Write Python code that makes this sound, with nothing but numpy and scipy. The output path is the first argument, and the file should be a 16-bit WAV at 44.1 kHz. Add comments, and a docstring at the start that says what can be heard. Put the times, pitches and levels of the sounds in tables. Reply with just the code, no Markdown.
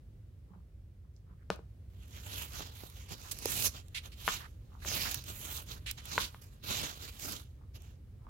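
"""A doorway in a small room, where a cat plays with a knotted cord that is swung for it.
Under everything lies a faint bed of building rumble and mains hum. There is soft brushing; paws
pad, the knot knocks and sets the floor ringing, and the cord swishes in short bands of hiss.
Right beside the microphone a sleeve rustles with countless slipping fibres, snags in bright
little sprays and now and then rubs dully or bumps the case."""
import sys
import numpy as np
from scipy import signal
from scipy.fft import rfft, irfft, next_fast_len
from scipy.io import wavfile

SR = 44100
rng = np.random.default_rng(int(sys.argv[2]) if len(sys.argv) > 2 else 0)


def transcribe(u):
    """Save the signal u as a 16-bit wav file named by the first command-line argument.

    u: samples, shape (n,) or (channels, n), limited to [-1, 1]; the rate is SR.
    q: integer samples, one column per channel.
    """
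    v = np.clip(np.atleast_2d(u).T, -1, 1)
    q = np.round(v * 32767).astype(np.int16)
    wavfile.write(sys.argv[1], SR, q)


N = 365588


def from_db(db):
    """Decibels to gain."""
    return 10 ** (np.asarray(db) / 20)


def rms_one(x):
    """Scale to rms 1."""
    return x / np.sqrt(np.mean(x ** 2) + 1e-20)


def at_hz(points, hz):
    """Read a curve on a log-frequency axis."""
    known_hz, values = np.transpose(points)
    return np.interp(np.log(np.maximum(hz, 1)), np.log(known_hz), values)


def panned(pan_db):
    """Constant-power pan; pan_db is left minus right."""
    gains = from_db(np.array([[.5], [-.5]]) * pan_db)
    return gains / np.sqrt(np.mean(gains ** 2, axis=0))


def filtered(x, hz, kind, order=1):
    """Butterworth filter."""
    edges = np.clip(hz, 10, .45 * SR)
    return signal.sosfilt(signal.butter(order, edges, kind, fs=SR, output="sos"), x)


def add(out, time, sound):
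    """Mix a short stereo sound in at a time in seconds."""
    start = round(time * SR)
    out[:, start:start + sound.shape[1]] += sound[:, :N - start]


def drift(rate_hz, hop=80, points=8192):
    """Smooth random modulation with an rms of about 1."""
    hz = np.fft.rfftfreq(points, hop / SR)
    slow = rms_one(irfft(rfft(rng.standard_normal(points)) / (1 + (hz / rate_hz) ** 2)))
    return np.interp(np.arange(N) / hop, np.arange(points), slow)


def stereo(sources, eq, likeness, pan=None, left_lag_s=0):
    """Spread and EQ three unrelated signals: one feeds both sides, the others one side each."""
    size = next_fast_len(N, True)
    hz = np.fft.rfftfreq(size, 1 / SR)
    parts = rfft(sources, size)
    alike = np.clip(at_hz(likeness, hz), 0, 1)
    shared = parts[0] * np.exp(-2j * np.pi * hz * np.array([[left_lag_s], [0]]))
    sides = np.sqrt(alike) * shared + np.sqrt(1 - alike) * parts[1:]
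    balance = panned(at_hz(pan, hz)) if pan else 1
    return rms_one(irfft(sides * balance * from_db(at_hz(eq, hz)), size)[:, :N])


# tone of the building's rumble: (frequency [Hz], level [dB])
RUMBLE_EQ = [(20, -63), (27, -28), (36, -7.5), (58, -3), (90, -1.5), (125, -9.5), (170, -17.5),
             (250, -24.5), (520, -32), (900, -44.5), (2000, -46.5), (4000, -51), (7000, -55),
             (16000, -55.5)]
# its stereo image, mono in the lows and wide above: (frequency [Hz], left-right likeness [0-1])
RUMBLE_IMAGE = [(60, 1), (200, 0.91), (600, 0.26), (2000, .1)]
# slow swell of the bed: (time [s], level [dB])
BED_SWELL = [(0, -51.5), (1.1, -54), (2.2, -48.5), (2.7, -51), (4.5, -49.5), (5.8, -47), (6.3, -50.5),
             (8.29, -50)]


def room_tone(hum_hz=59.5, hum_db=-8.5, trim_db=-.5, pan_db=-1.0):
    """A bed of low building rumble with a mains hum inside it."""
    t = np.arange(N) / SR
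    rumble = stereo(rng.standard_normal((3, N)), RUMBLE_EQ, RUMBLE_IMAGE)
    hum = from_db(hum_db) * np.sqrt(2) * np.sin(2 * np.pi * hum_hz * t)
    swell_db = np.interp(t, *np.transpose(BED_SWELL))
    return from_db(trim_db + swell_db) * (rumble + hum) * panned(pan_db)


def slips(shape, grain_db, per_s):
    """Countless fibres slip, each a tiny click of its own size."""
    accents_db = grain_db * np.minimum(rng.exponential(1, shape), 5)
    clicks = from_db(accents_db) * rng.standard_normal(shape)
    return clicks * (rng.random(shape) < per_s / SR)


# soft brushes and low handling rubs: (time [s], length [s], level [dB], centre [Hz])
BRUSH_AND_RUB_CUES = [(0.449, 0.19, -68.5, 950), (1.016, 0.071, -79, 1100), (1.126, 0.076, -75.5, 5550),
                      (1.24, 0.13, -71, 1120), (1.361, 0.098, -73.5, 1540), (3.503, 0.24, -48.5, 190),
                      (4.671, 0.16, -64, 1010), (6.078, 0.23, -57, 274), (7.171, 0.27, -55.5, 240),
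                      (7.571, 0.12, -70, 994), (8.169, 0.21, -63.5, 990)]


def brushes_and_rubs(spread=1.26):
    """Grainy swells: soft shuffles and brushes, plus low, dull handling rubs as the sleeve moves."""
    out = np.zeros((2, N))
    for time, length, level_db, hz in BRUSH_AND_RUB_CUES:
        swell = np.hanning(round(length * SR))
        grains = slips((2, len(swell)), grain_db=5.0, per_s=1500)
        brush = filtered(grains, [hz / spread, hz * spread], "band", order=2)
        add(out, time, from_db(level_db) * swell * rms_one(brush))
    return out


def contacts(hits, spread=1.444, crack_db=-24, crack_t60_s=0.028, crack_hz=2000):
    """Each hit is one heavily damped thump with a brief gritty crack on top."""
    out, t = np.zeros((2, N)), np.arange(SR // 20) / SR
    crack_decay = np.exp(-np.log(1000) * t / crack_t60_s)
    for time, level_db, hz, high_cut_hz, pan_db in hits:
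        thump = filtered(-signal.unit_impulse(len(t)), [hz / spread, hz * spread], "band")
        thump /= np.abs(thump).max()
        crack = filtered(rng.standard_normal((2, len(t))), crack_hz, "high") * crack_decay
        hit = filtered(thump + from_db(crack_db) * crack, high_cut_hz, "low", order=2)
        add(out, time, from_db(level_db) * hit / np.abs(hit).max() * panned(pan_db))
    return out


# the knot or a paw lands: (time [s], level [dB], centre [Hz], high cut [Hz], pan [dB])
FLOOR_HITS = [(0.506, -54, 171, 400, -5), (0.561, -52.5, 171, 400, -3), (1.308, -56, 180, 400, -3),
              (1.5028, -13.5, 574, 6820, 3), (1.5035, -25, 1240, 2500, 15), (1.592, -40.5, 400, 1200, -1),
              (4.279, -11, 1210, 2900, 7), (4.2852, -20.5, 1280, 2500, -4), (4.288, -18.5, 1510, 3600, 4.5),
              (6.1796, -11, 1400, 2500, 3.5), (6.1815, -18, 1050, 2200, 0), (6.346, -35, 1023, 3510, 3),
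              (8.044, -67, 160, 398, 0)]
# the ring of the floor: (frequency [Hz], gain [dB], decay T60 [s])
FLOOR_RING = [(189.2, -34.5, 0.14), (459, -43, 0.029), (605, -44.5, 0.016), (990, -56.5, 0.13),
              (1090, -49.5, 0.0816), (1242, -50, .09), (1530, -44, 0.024), (1800, -51, .05)]


def floor_knocks():
    """Knot and paws strike the floor and set its modes ringing."""
    hits, ring = contacts(FLOOR_HITS), 0
    for hz, gain_db, t60 in FLOOR_RING:
        radius = np.exp(-np.log(1000) / (t60 * SR))
        angle = 2 * np.pi * hz / SR
        feedback = [1, -2 * radius * np.cos(angle), radius ** 2]
        ring += from_db(gain_db) * signal.lfilter([0, np.sin(angle)], feedback, hits + 1e-18)
    return hits + ring


# the cord whips and slides: (time [s], length [s], level [dB], centre [Hz])
SWISH_CUES = [(1.508, 0.031, -54.5, 3800), (3.244, 0.033, -56.5, 1190), (3.944, 0.039, -39.5, 3080),
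              (4.115, 0.025, -56, 3400), (4.299, 0.043, -45, 4070), (4.4, 0.062, -52.5, 1340),
              (4.816, 0.018, -56, 1760), (5.05, 0.029, -41, 1500), (5.859, 0.047, -41.5, 3030),
              (5.972, 0.036, -55, 2540), (6.197, 0.054, -39.5, 3780), (6.26, 0.023, -53, 3900)]


def cord_swishes(attack_s=0.0054, release_s=0.0095, spread=1.51, sheen_db=-6, pan_db=-6):
    """The cord runs over cloth or floor: a broad hiss that starts and stops with the pull."""
    out, t = np.zeros((2, N)), np.arange(SR // 5) / SR
    for time, length, level_db, hz in SWISH_CUES:
        noise = rng.standard_normal((2, len(t)))
        body = rms_one(filtered(noise, [hz / spread, hz * spread], "band", order=2))
        sheen = from_db(sheen_db) * rms_one(filtered(noise, [1.26 * hz, 2.7 * hz], "band"))
        pull = np.minimum(t / attack_s, 1) * np.exp(-np.maximum(t - length, 0) / release_s)
        add(out, time, from_db(level_db) * pull * (body + sheen) * panned(pan_db))
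    return out


# the cloth catches hard and lets go: (time [s], level before trim [dB], length [s])
SNAG_CUES = [(1.559, -48, .004), (2.079, -51, .006), (2.418, -34, .015), (2.899, -42, .0045),
             (3.092, -41, .004), (3.311, -26.5, 0.021), (3.388, -29.5, 0.0025), (3.456, -18, 0.0033),
             (3.519, -21, 0.0021), (3.623, -20.5, 0.0044), (3.657, -25, 0.011), (3.883, -43, 0.0028),
             (5.111, -27, 0.015), (5.143, -21.5, 0.007), (5.239, -35.5, 0.0046), (5.911, -24, 0.0054),
             (6.054, -33.5, 0.0058), (7.197, -28.5, 0.0019), (7.321, -27.5, 0.004), (7.82, -46, 0.0037)]


def cloth_snags(sleeve_db, small_per_s=5, small_lift_db=11.5, small_s=.003, trim_db=-5, pan_db=-8):
    """A caught fold lets go in a bright spray; small chance snags ride the sleeve's level."""
    out, t = np.zeros((2, N)), np.arange(SR // 10) / SR
    catches = np.flatnonzero(rng.random(N) < small_per_s / SR)
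    small_snags = [(i / SR, sleeve_db[i] + small_lift_db, small_s) for i in catches]
    for time, level_db, length in SNAG_CUES + small_snags:
        spray = filtered(rng.standard_normal((2, len(t))), hz=3200, kind="high")
        attack_s = length / 4
        envelope = t / attack_s * np.exp(1 - t / attack_s)
        add(out, time, from_db(level_db + trim_db) * envelope * spray * panned(pan_db))
    return out


# the sleeve's light creep between strokes: (time [s], level [dB])
CREEP_LEVELS = [(1.9, -82), (2.15, -66), (3.7, -69.5), (3.9, -77.5), (4.42, -66), (4.6, -85.5),
                (5.2, -62.5), (5.82, -74.5), (6.35, -71), (6.58, -76), (7.4, -65), (7.6, -93)]
# strokes of the sleeve:
# (time [s], length [s], level [dB], attack [share of length], crispness [dB], focus [Hz])
STROKE_CUES = [ (2.011, 0.052, -67, .5, -7, 2900), (2.124, 0.1, -58, 0.32, -8, 2870),
               (2.25, 0.24, -47.5, 0.59, -4, 3000), (2.508, 0.21, -50, 0.24, -6.5, 4100),
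               (2.725, .17, -60, 0.57, 0, 4200), (2.952, 0.11, -59, 0.22, -6.5, 2930),
               (3.087, 0.068, -48.5, 0.56, -7, 4150), (3.175, 0.23, -56.5, .45, -3, 5630),
               (3.417, 0.26, -41.5, .64, 2.5, 5350), (3.636, 0.046, -39, 0.54, 5.5, 5400),
               (3.721, 0.096, -54, 0.63, -9, 3530), (4.035, 0.051, -54, .5, -6, 3150),
               (4.166, .14, -56.5, 0.41, -3.5, 3800), (4.253, .14, -42.5, 0.31, -6.5, 4000),
               (4.856, .06, -43.5, 0.44, -13, 4800), (4.86, 0.31, -40, 0.39, -4.5, 4560),
               (5.254, 0.081, -50.5, 0.57, -0.5, 5170), (5.319, 0.31, -49.5, 0.75, 2.5, 3530),
               (5.667, 0.12, -52, 0.38, -3.5, 4470), (5.969, 0.039, -56, .4, -8, 4150),
               (6.056, 0.22, -45.5, 0.56, -6, 4100), (6.411, 0.063, -63.5, 0.17, 0.5, 5800),
               (6.627, 0.04, -52, 0.41, -5.5, 3700), (6.662, 0.26, -40, 0.25, -6, 4000),
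               (6.9, 0.16, -58.5, .4, -8, 3850), (7.001, 0.069, -49, 0.6, -4.5, 4230),
               (7.067, .035, -48.5, 0.54, -4, 3900), (7.101, 0.091, -59.5, 0.66, -1, 3900),
               (7.188, 0.12, -49, 0.44, -1.5, 5800), (7.245, .15, -48.5, 0.41, -1, 4900),
               (7.741, 0.037, -58, 0.4, -9.5, 3800), (7.753, 0.2, -70.5, .5, -8, 3070)]


def sleeve_motion(creep_crisp_db=-2.5, creep_focus_hz=3500, edge_drop_db=12.5, flatness=2.28):
    """Level, crispness and focus curves of the cloth: strokes swell and fade over a light creep."""
    t = np.arange(N) / SR
    creeping = (t > CREEP_LEVELS[0][0]) & (t < CREEP_LEVELS[-1][0])
    power = from_db(np.interp(t, *np.transpose(CREEP_LEVELS))) ** 2 * creeping + 1e-14
    # crispness and focus are averaged by power, so the loudest stroke sets the tone
    treble, focus = power * from_db(creep_crisp_db) ** 2, power * creep_focus_hz
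    for time, length, level_db, attack, crisp_db, focus_hz in STROKE_CUES:
        span = np.abs(t - time - length / 2) < length
        progress = (t[span] - time) / length
        from_crest = np.maximum(1 - progress / attack, (progress - attack) / (1 - attack))
        stroke_power = from_db(level_db - edge_drop_db * np.abs(from_crest) ** flatness) ** 2
        power[span] += stroke_power
        treble[span] += stroke_power * from_db(crisp_db) ** 2
        focus[span] += stroke_power * focus_hz
    return 10 * np.log10(power), 10 * np.log10(treble / power), focus / power


def folds(cloth, focus_hz, boost_db=4.5, width_octaves=0.4, shift_db=2.5, bands=16):
    """A moving EQ: each stroke favours its focus, and shifting folds lift one band, then another."""
    size, out = next_fast_len(N, True), 0
    hz, spectrum = np.fft.rfftfreq(size, 1 / SR), rfft(cloth, size)
    centres = np.geomspace(600, 14000, bands)
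    band_position = np.interp(hz, centres, np.arange(bands))
    for k, centre in enumerate(centres):
        band = irfft(spectrum * np.maximum(1 - np.abs(band_position - k), 0), size)[:, :N]
        nearness = np.exp(-(np.log2(centre / focus_hz) / width_octaves) ** 2)
        out += band * from_db(boost_db * nearness + shift_db * drift(rate_hz=9))
    return out


# stereo image of the cloth, widest at the top: (frequency [Hz], left-right likeness [0-1])
SLEEVE_IMAGE = [(200, 0.53), (1400, 0.54), (3000, 0.44), (7000, 0), (15000, 0)]
# the sleeve sits to the right: (frequency [Hz], pan [dB])
SLEEVE_PAN = [(200, -4), (1200, -3.5), (2400, -2.5), (4400, -7), (15000, -9)]


def friction(eq, grain_db, slips_per_s):
    """One layer of slipping fibres, heard from the right."""
    grains = slips((3, N), grain_db, slips_per_s)
    return stereo(grains, eq, SLEEVE_IMAGE, SLEEVE_PAN, left_lag_s=0.00039)


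# low, middle and top layers of the cloth: (frequency [Hz], level [dB])
RUB_EQ = [(25, -32.5), (90, 11), (200, 2.5), (450, -1.5), (700, -2.5), (1000, -1), (1400, 0), (1900, -5),
          (2600, -17), (5000, -45)]
RUSTLE_EQ = [(900, -30.5), (1700, -6.5), (2300, 1.5), (2900, 3.5), (3900, 2.5), (5000, -1.5), (6500, 3.5),
             (7500, 0), (8600, -22.5), (12000, -28.5)]
CRISP_EQ = [(4000, -24.5), (7000, -6.5), (8200, -4.5), (9500, -5), (11500, 2), (13500, 0), (16000, -3),
            (18000, -15)]


def sleeve_rustle(level_db, crisp_db, focus_hz, ordinary_db=-49.5, flutter_db=1.56, waver_db=0.75):
    """Sliding cloth rustles: light strokes carry more low rub, crisp ones more crackle."""
    rub_db = -2.5 - 0.1524 * (level_db - ordinary_db)
    rub = from_db(rub_db) * friction(RUB_EQ, grain_db=2.0, slips_per_s=2200)
    rustle = from_db(0.5) * friction(RUSTLE_EQ, grain_db=2.0, slips_per_s=14000)
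    crackle = from_db(crisp_db + 3.0) * friction(CRISP_EQ, grain_db=2.5, slips_per_s=13000)
    unsteady_db = flutter_db * drift(rate_hz=60) + waver_db * drift(rate_hz=16)
    return from_db(level_db + unsteady_db) * folds(rub + rustle + crackle, focus_hz)


# bumps on the case: (time [s], level [dB], centre [Hz], high cut [Hz], pan [dB])
CASE_HITS = [(2.597, -40, 520, 1500, -7), (2.607, -33, 620, 2000, -19), (2.836, -35.5, 290, 880, -27),
             (3.4575, -24, 437, 700, -6), (3.4598, -32.5, 473, 683, -4.5), (4.849, -30.5, 1350, 3000, 4),
             (4.856, -38, 500, 1200, -3), (4.916, -28.5, 2000, 4000, 0)]


def sleeve_bumps():
    """The sleeve bumps the microphone case: short, dead thumps."""
    return contacts(CASE_HITS)


def room_reverb(send, t60_s=0.24, first_echo_s=0.0058, wall_cut_hz=11000):
    """Dense, dulled reflections that swell until the first wall echo and then die away."""
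    t = np.arange(SR // 2) / SR
    envelope = np.minimum(t / first_echo_s, 1) ** 2 * np.exp(-np.log(1000) * t / t60_s)
    echoes = filtered(rng.standard_normal((2, len(t))) * envelope, wall_cut_hz, "low")
    echoes /= np.sqrt(np.sum(echoes ** 2, axis=1, keepdims=True))
    return signal.fftconvolve(send, echoes, axes=1)[:, :N]


def scene():
    """Sleeve and cord are close and nearly dry; knocks, brushes and rubs get more of the room."""
    level_db, crisp_db, focus_hz = sleeve_motion()
    bed = room_tone()
    roomy = floor_knocks() + brushes_and_rubs()
    close = sleeve_rustle(level_db, crisp_db, focus_hz) + sleeve_bumps()
    close += cord_swishes() + cloth_snags(level_db)
    send = from_db(-20.0) * close + from_db(-12.5) * roomy
    return close + roomy + room_reverb(send) + bed


def record(dry):
    """A steep high cut at 16 kHz on the whole mix."""
    return signal.sosfilt(signal.ellip(12, .1, 80, 16000, fs=SR, output="sos"), dry)


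dry = scene()
out = record(dry)
transcribe(out)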